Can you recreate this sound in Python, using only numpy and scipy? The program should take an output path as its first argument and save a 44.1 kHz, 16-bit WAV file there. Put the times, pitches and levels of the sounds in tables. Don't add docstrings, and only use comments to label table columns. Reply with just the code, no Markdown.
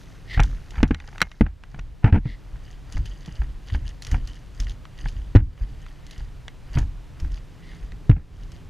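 import sys
import numpy as np
from scipy import signal
from scipy.fft import rfft, irfft, next_fast_len
from scipy.io import wavfile
from scipy.ndimage import uniform_filter1d, minimum_filter1d, map_coordinates

SR = 44100
rng = np.random.default_rng(int(sys.argv[2]) if len(sys.argv) > 2 else 0)


def generate_wav(signal):
    frames = np.transpose(np.atleast_2d(signal))
    scaled = np.clip(frames, -1, 1) * 32767
    pcm = np.round(scaled).astype(np.int16)
    wavfile.write(sys.argv[1], SR, pcm)


N = 383435
TIME = np.arange(N) / SR
AGE = np.arange(int(.4 * SR)) / SR
TOP_HZ = 15400

# landing in seconds, then thud, gravel and gear-bump levels in dB.
FOOTFALLS = [(.372, -12, -61, -40), (0.778, -21, -58, -38), (1.763, -32.5, -64, -43),
             (2.531, -33, -73, -54), (2.944, -21, -55, -38), (3.392, -21, -64.5, -41.5),
             (3.722, -20, -50, -36), (4.119, -16.5, -52, -33), (4.597, -22, -53.5, -50.5),
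             (5.032, -24, -52, -37), (5.155, -28.5, -65, -64), (5.608, -20.5, -57.5, -67),
             (6.18, -29.5, -56.5, -49.5), (6.752, -15, -52, -41), (7.221, -21, -65, -48),
             (7.821, -33, -74, -65), (8.39, -33.5, -61.5, -63)]
# start in seconds, boom in dB, clack in dB, boom pitch in Hz,
# first rebound in dB relative to the blow.
GEAR_BLOWS = [(0.375, -28, -29.5, 128, -22), (.395, -16.5, -19.5, 110, -15.5), (.83, -3.5, -15.5, 235, -27),
              (.908, -9, -20.5, 239, -21.5), (1.216, -20.5, -17.5, 171, -22.5),
              (1.409, -4, -18.5, 216, -24.5), (1.464, -35, -32.5, 192, -28), (1.744, -38.5, -42, 123, -14),
              (2.0422, -2, -16.5, 107.6, -12.5), (2.125, -2, -23.5, 86.4, -6),
              (2.255, -17.5, -41.5, 120, -18), (3.279, -33.5, -47.5, 159, -14),
              (5.351, -2.5, -20, 249, -23), (5.355, 2.5, -9, 98.8, -30.5), (6.771, -19.5, -32.5, 121, -12),
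              (8.095, 1.5, -26, 111.3, -32), (8.113, -10, -27.5, 84, -27), (8.164, -25, -41.5, 149, -10)]
# frequency in Hz, relative level in dB.
THUD_EQ = [(15, -9.5), (28, -2.5), (44, 3.5), (68, -7), (125, -17), (190, -30), (290, -31.5), (450, -52.5),
           (1200, -86.5)]
CLACK_EQ = [(150, 7.5), (400, 2.5), (600, -0.5), (830, 8.5), (1100, -0.5), (1550, 6), (2400, -1),
            (3100, -10), (3900, -18.5), (6300, -35.5), (9000, -57), (15000, -48.5)]
STONE_EQ = [(700, -15), (1900, -2.5), (2400, -3.5), (2950, 2.5), (3900, -1), (5200, -0.5), (6400, 1),
            (7500, -6.5), (9000, -18.5), (10400, -10), (12000, -23.5), (15000, -25)]


def amp(db):
    return 10 ** (np.asarray(db) / 20)


def unit(x):
    return x / np.sqrt(np.mean(x ** 2) + 1e-20)


def burst(x, span):
    return x / np.sqrt(np.mean(x[:int(span * SR)] ** 2) + 1e-20)


def fade(t60):
    return amp(-60 * AGE / t60)


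def add(track, s, sound):
    start = max(round(s * SR), 0)
    track[start:start + len(sound)] += sound[:N - start]


def colour(x, eq, size=4096):
    hz, db = np.transpose(eq)
    curve_db = np.interp(np.log(np.fft.rfftfreq(size, 1 / SR) + 1), np.log(hz), db)
    cepstrum = irfft(np.log(amp(curve_db)))
    cepstrum[1:size // 2] *= 2
    cepstrum[size // 2 + 1:] = 0
    kernel = irfft(np.exp(rfft(cepstrum)))
    return signal.oaconvolve(x, kernel / np.linalg.norm(kernel))[:len(x)]


def modes(table):
    return np.array([amp(db) * fade(t60) * np.sin(2 * np.pi * hz * AGE) for hz, db, t60 in table])


def grains(size, rate, spread_db):
    strength = amp(spread_db * np.minimum(rng.exponential(size=size), 3))
    return unit((rng.random(size) < rate / SR) * strength * rng.choice([-1, 1], size))


def pings(rate, pitch_hz, cycles, spread_db, size=160):
    when, pitch, force = np.hsplit(rng.random((int(rate * N / SR), 3)), 3)
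    samples = (when * N).astype(int) + np.arange(size)
    hz = pitch_hz * 2 ** (2 * pitch - 1)
    strength = amp(spread_db * np.minimum(-np.log(1 - force), 3))
    turns = hz * np.arange(size) / SR
    rings = strength * np.sin(2 * np.pi * turns) * np.exp(-turns / cycles)
    return unit(np.bincount(samples.ravel(), rings.ravel(), N)[:N])


def swells(rows):
    track = np.zeros(N)
    for s, half, db in rows:
        start = max(s - 3 * half, 0)
        t = start + np.arange(int(6 * half * SR)) / SR
        add(track, start, amp(db) * np.exp(-.5 * ((t - s) / half) ** 2))
    return track


def wobble(rate):
    return map_coordinates(rng.standard_normal(int(N * rate / SR) + 4), [TIME * rate])


def landings(roll_lag_s=.09, strap_db=-12.5):
    heels = [(s, db) for s, db, _, _ in FOOTFALLS]
    rolls = [(s + roll_lag_s, -21.5 + .54 * db) for s, db in heels]
    return heels + rolls + [(s, db + strap_db) for s, db, _, _, _ in GEAR_BLOWS]


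def treads(rise_s=.0022, shudder_t60=.32, heave_hz=44, heave_t60=.22, heave_db=-2):
    track = np.zeros(N)
    attack = 1 - np.exp(-AGE / rise_s)
    for s, db in landings():
        jolt = rng.standard_normal(len(AGE)) * attack * fade(shudder_t60)
        shudder = burst(colour(jolt, THUD_EQ), .06)
        hz = heave_hz * rng.lognormal(0, .16)
        heave = burst(np.sin(2 * np.pi * hz * AGE) * attack * fade(heave_t60), .06)
        add(track, s, amp(db) * burst(shudder + amp(heave_db) * heave, .06))
    return track


def contacts(bump_lag_s=.025, bump_hz=128, flight_s=.016, loss_db=2.5, rebound_hz=208):
    rows = [(s + bump_lag_s, db + 4, db, bump_hz) for s, _, _, db in FOOTFALLS]
    for s, boom_db, clack_db, hz, rebound_db in GEAR_BLOWS:
        rows.append((s, boom_db, clack_db, hz))
        for k, delay in enumerate(np.cumsum(flight_s * rng.lognormal(0, .12, 3))):
            db = rebound_db - loss_db * k
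            rows.append((s + delay, boom_db + db - 4, clack_db + db, rebound_hz))
    return rows


def knocks(life_cycles=8.2, build_cycles=.52, mount_db=-8, clack_rise_s=.0015, chatter_db=-15):
    # pitch in Hz, relative level in dB, t60 in seconds.
    mount_modes = [(53.5, 0.5, 0.066), (76.5, -12.5, 0.29), (139, -2, 0.088), (284.5, 2.5, 0.049),
                   (411, 4.5, 0.025), (536, -10.5, 0.039)]
    booms, clacks = np.zeros(N), np.zeros(N)
    rocking, mode_hz = modes(mount_modes), np.array(mount_modes)[:, 0]
    striking = (1 - np.exp(-AGE / clack_rise_s)) * fade(.022)
    for s, boom_db, clack_db, hz in contacts():
        push = 1 - np.exp(-hz * AGE / build_cycles)
        reach = amp(mount_db) / np.hypot(1, mode_hz / hz)
        tone = np.sin(2 * np.pi * hz * AGE) * fade(life_cycles / hz)
        boom = push * (tone + reach @ rocking)
        contact = rng.standard_normal(len(AGE)) * striking
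        chatter = amp(chatter_db) * grains(len(AGE), rate=650, spread_db=7) * fade(.075)
        add(booms, s, amp(boom_db) * burst(boom, .02))
        add(clacks, s, amp(clack_db) * burst(contact + chatter, .01))
    return booms + colour(clacks, CLACK_EQ)


def crunch(press_half_s=.041, sand_gain=.38, loose_db=-7, drag_dirt_db=-8.5, clump_db=3):
    # middle and half length in seconds, gravel level in dB.
    scuffs = [(1.06, 0.058, -55.5), (2.69, 0.064, -58.5), (3.09, 0.027, -52.5), (3.26, 0.13, -56.5),
              (3.885, 0.027, -51.5), (4.05, 0.1, -77), (4.33, 0.068, -55), (4.71, 0.018, -49),
              (5.25, 0.18, -66), (5.83, 0.094, -61), (6.11, .04, -60), (7.36, 0.033, -57),
              (7.72, 0.11, -59.5), (8.55, 0.039, -59.5)]
    # frequency in Hz, relative level in dB.
    gravel_eq = [(700, -37.5), (1900, 14), (2400, -18), (2950, 7), (3900, -11.5), (4800, 7), (5300, -9.5),
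                 (6400, 2.5), (7500, -12.5), (9000, -11.5), (10400, 0), (12000, -33), (15000, -38)]
    dirt_eq = [(120, -3), (400, 1.5), (900, -4), (1900, -3), (2500, -8), (4000, -29.5)]
    drags = swells(scuffs)
    on_gravel = swells([(s, press_half_s, db) for s, _, db, _ in FOOTFALLS]) + drags
    on_dirt = swells([(s, press_half_s, -33 + 1.05 * thud_db) for s, thud_db, _, _ in FOOTFALLS])
    on_dirt += amp(drag_dirt_db) * drags
    grit = pings(rate=290, pitch_hz=4400, cycles=2.9, spread_db=2.5)
    gravel = unit(colour(grit + sand_gain * rng.standard_normal(N), gravel_eq))
    loose = unit(colour(pings(rate=36, pitch_hz=5970, cycles=.86, spread_db=3), STONE_EQ))
    dirt = colour(grains(N, rate=760, spread_db=3.5), dirt_eq)
    clumps = unit(amp(clump_db * wobble(rate=60)))
    return clumps * (dirt * on_dirt + (gravel + amp(loose_db) * loose) * on_gravel)


def brush():
    # time in seconds, level in dB.
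    ride = [(0, -52), (.25, -61), (.5, -53.5), (.65, -57.5), (.8, -63), (1.1, -60.5), (1.25, -50),
            (1.4, -57.5)]
    # frequency in Hz, relative level in dB.
    twig_eq = [(300, 7.5), (1000, -9), (1900, -5.5), (3000, -11), (6300, -3), (8500, -22.5), (10500, -14),
               (15000, -26.5)]
    crackle = pings(rate=170, pitch_hz=2300, cycles=2.8, spread_db=2)
    swish = grains(N, rate=920, spread_db=2)
    level_db = np.interp(TIME, *np.transpose(ride), right=-120)
    return amp(level_db) * unit(colour(crackle + swish, twig_eq))


def shrubs(tap_t60=.029):
    # middle and half length in seconds, level in dB.
    pushes = [(.79, 0.047, -43), (1.08, 0.082, -46)]
    tap_energy = signal.oaconvolve(grains(N, rate=70, spread_db=3) ** 2, fade(tap_t60) ** 2)[:N]
    patter = np.sqrt(np.abs(tap_energy)) * rng.standard_normal(N)
    return swells(pushes) * unit(colour(patter, CLACK_EQ))


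def stones(ring_hz=5200, ring_db=-10, skitter_db=-17, skitter_t60=.22):
    # start in seconds, level in dB.
    snaps = [(0.434, -38), (0.707, -48), (0.878, -47), (2.924, -44), (3.057, -45.5), (3.26, -49.5),
             (3.891, -51), (4.022, -39.5), (4.049, -43), (4.068, -39.5), (4.115, -40.5), (4.274, -45.5),
             (4.601, -37), (4.696, -46), (5.085, -45), (6.066, -51), (6.11, -46), (6.179, -52.5),
             (6.786, -38.5), (7.2, -48), (7.319, -54.5), (8.519, -53)]
    track = np.zeros(N)
    for s, db in snaps:
        hz = ring_hz * rng.lognormal(0, .3)
        ring = amp(ring_db) * np.sin(2 * np.pi * hz * AGE)
        snap = (rng.standard_normal(len(AGE)) + ring) * fade(.022)
        skitter = amp(skitter_db) * grains(len(AGE), rate=700, spread_db=4) * fade(skitter_t60)
        add(track, s, amp(db) * burst(snap + skitter, .01))
    return colour(track, STONE_EQ)


def clicks(crack_t60=.014, ring_db=-4, scatter_db=3, db_per_octave=15):
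    # start in seconds, level in dB.
    taps = [(.402, -27.5), (0.756, -45), (.83, -20.5), (0.946, -29), (1.001, -40), (1.181, -40),
            (1.205, -34), (1.2165, -8), (1.225, -16.5), (1.316, -38.5), (1.637, -44), (1.793, -43),
            (3.701, -45), (4.669, -45), (4.853, -45), (5.3565, -20), (5.366, -34), (5.864, -48),
            (6.481, -38), (7.376, -51.5), (7.734, -54), (7.92, -47.5), (8.097, -27)]
    # pitch in Hz, relative level in dB, t60 in seconds.
    case_modes = [(860, -11.5, 0.01), (1200, -3.5, 0.0054), (1467, -0.5, 0.024), (1610, -9, 0.022),
                  (1940, 1, 0.034), (2134, -12, 0.11), (2863, -2.5, 0.03), (3320, -14.5, 0.0091),
                  (3980, -5, 0.024), (4440, -15, 0.016), (5764, -2, 0.017), (7250, -7, 0.0095)]
    # frequency in Hz, relative level in dB.
    crack_eq = [(200, -16), (700, -6), (1250, 5), (2800, 4.5), (4000, 1.5), (5100, -11.5), (5900, -5),
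                (8000, -14.5), (14000, -23)]
    track, ringing = np.zeros(N), modes(case_modes)
    for s, db in taps:
        crack = colour(rng.standard_normal(len(AGE)) * fade(crack_t60), crack_eq)
        strengths = amp(scatter_db * rng.standard_normal(len(case_modes)))
        ring = (strengths * rng.choice([-1, 1], len(case_modes))) @ ringing
        corner_hz = min(19000 * 2 ** (db / db_per_octave), TOP_HZ)
        tap = signal.lfilter(*signal.butter(1, corner_hz, fs=SR), unit(crack) + amp(ring_db) * unit(ring))
        add(track, s, amp(db) * burst(tap, .01))
    return track


def rubs():
    # middle and half length in seconds, level in dB.
    slides = [(.335, 0.027, -35.5), (2.3, 0.035, -45), (6.13, 0.091, -60), (7.7, 0.055, -53)]
    # frequency in Hz, relative level in dB.
    cloth_eq = [(500, -11), (1500, -27), (1850, 4.5), (2050, 6), (2400, -12.5), (3000, -7), (3900, -9),
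                (5000, -14), (6500, -26), (14000, -43.5)]
    return swells(slides) * unit(colour(grains(N, rate=17000, spread_db=13.5), cloth_eq))


def grinds():
    # middle and half length in seconds, level in dB.
    scrapes = [(.403, 0.0062, -24), (2.073, 0.017, -24), (2.155, 0.015, -25.5), (4.146, 0.016, -42),
               (5.357, 0.003, -14.5), (6.781, .012, -33.5)]
    # frequency in Hz, relative level in dB.
    rasp_eq = [(120, -5.5), (290, 12), (500, -13.5), (720, 4), (950, 6), (1120, -13.5), (1400, -1),
               (2300, -7), (3100, -14), (3500, -29), (6000, -36), (15000, -55)]
    return swells(scrapes) * unit(colour(grains(N, rate=900, spread_db=4), rasp_eq))


def sway(lag_s=.067, half_s=.1, floor_db=-50):
    swings = swells([(s + lag_s, half_s, -28 + .43 * thud_db) for s, thud_db, _, _ in FOOTFALLS])
    return (amp(floor_db) + swings) * unit(colour(rng.standard_normal(N), THUD_EQ))


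def air(level_db=-42, lull_at_s=1.85, lull_half_s=.3, lull_db=-4.5):
    # frequency in Hz, relative level in dB.
    air_eq = [(12, -31), (20, 0), (43, -3.5), (60, -13), (134, -9), (228, -25), (293, -21.5), (328, -26),
              (485, -29), (607, -30.5), (1400, -35), (2990, -39.5), (6180, -47), (14700, -59), (16000, -62)]
    lull = np.exp(-.5 * ((TIME - lull_at_s) / lull_half_s) ** 2)
    return amp(level_db + lull_db * lull) * unit(colour(rng.standard_normal(N), air_eq))


def hum(start_s=7.47, rise_s=.077, level_db=-51.5):
    # pitch in Hz, relative level in dB.
    partials = [(84, 0), (124, -19), (166.9, 3), (205, -14), (247.6, -8), (331, -13), (376, -19),
                (414.5, -11.5)]
    drone = sum(amp(db) * np.sin(2 * np.pi * (hz * TIME + rng.random())) for hz, db in partials)
    return amp(level_db) * np.clip((TIME - start_s) / rise_s, 0, 1) * drone


def width(murmur_db=-50, hiss_db=-97):
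    # frequency in Hz, relative level in dB.
    murmur_eq = [(12, -55), (20, -22.5), (54, 1), (96, -5), (129, 0.5), (223, -16), (332, -18),
                 (736, -35.5), (1380, -65), (3000, -63.5), (3900, -89.5), (6600, -120)]
    murmur = unit(colour(rng.standard_normal(N), murmur_eq))
    return amp(murmur_db) * murmur + amp(hiss_db) * rng.standard_normal(N)


def scene():
    action = treads() + knocks() + crunch() + brush() + shrubs() + stones() + clicks() + rubs() + grinds()
    mid = action + sway() + air() + hum()
    side = width()
    return np.array([mid + side, mid - side])


def ducking(x, ceiling=1.057, hold_s=.11, release_db_per_s=32, deepest_db=7.5, smooth_samples=400):
    needed_db = np.maximum(20 * np.log10(ceiling / np.maximum(np.abs(x), ceiling)), -deepest_db)
    half = int(hold_s * SR / 2)
    held_db = minimum_filter1d(needed_db, 2 * half + 1, origin=half - smooth_samples // 2)
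    climb_db = release_db_per_s * TIME
    gain_db = np.minimum.accumulate(held_db - climb_db) + climb_db
    return amp(uniform_filter1d(gain_db, smooth_samples))


def record(dry, low_hz=14):
    clipped = np.clip(dry * ducking(dry.mean(axis=0)), -1, 1)
    size = next_fast_len(N + SR // 2, real=True)
    hz = np.fft.rfftfreq(size, 1 / SR)
    low_pass = 1 / (1 + (hz / TOP_HZ) ** 90)
    high_pass = hz / (hz - 1j * low_hz)
    return irfft(rfft(clipped, size) * low_pass * high_pass, size)[:, :N]


dry = scene()
out = record(dry)
generate_wav(out)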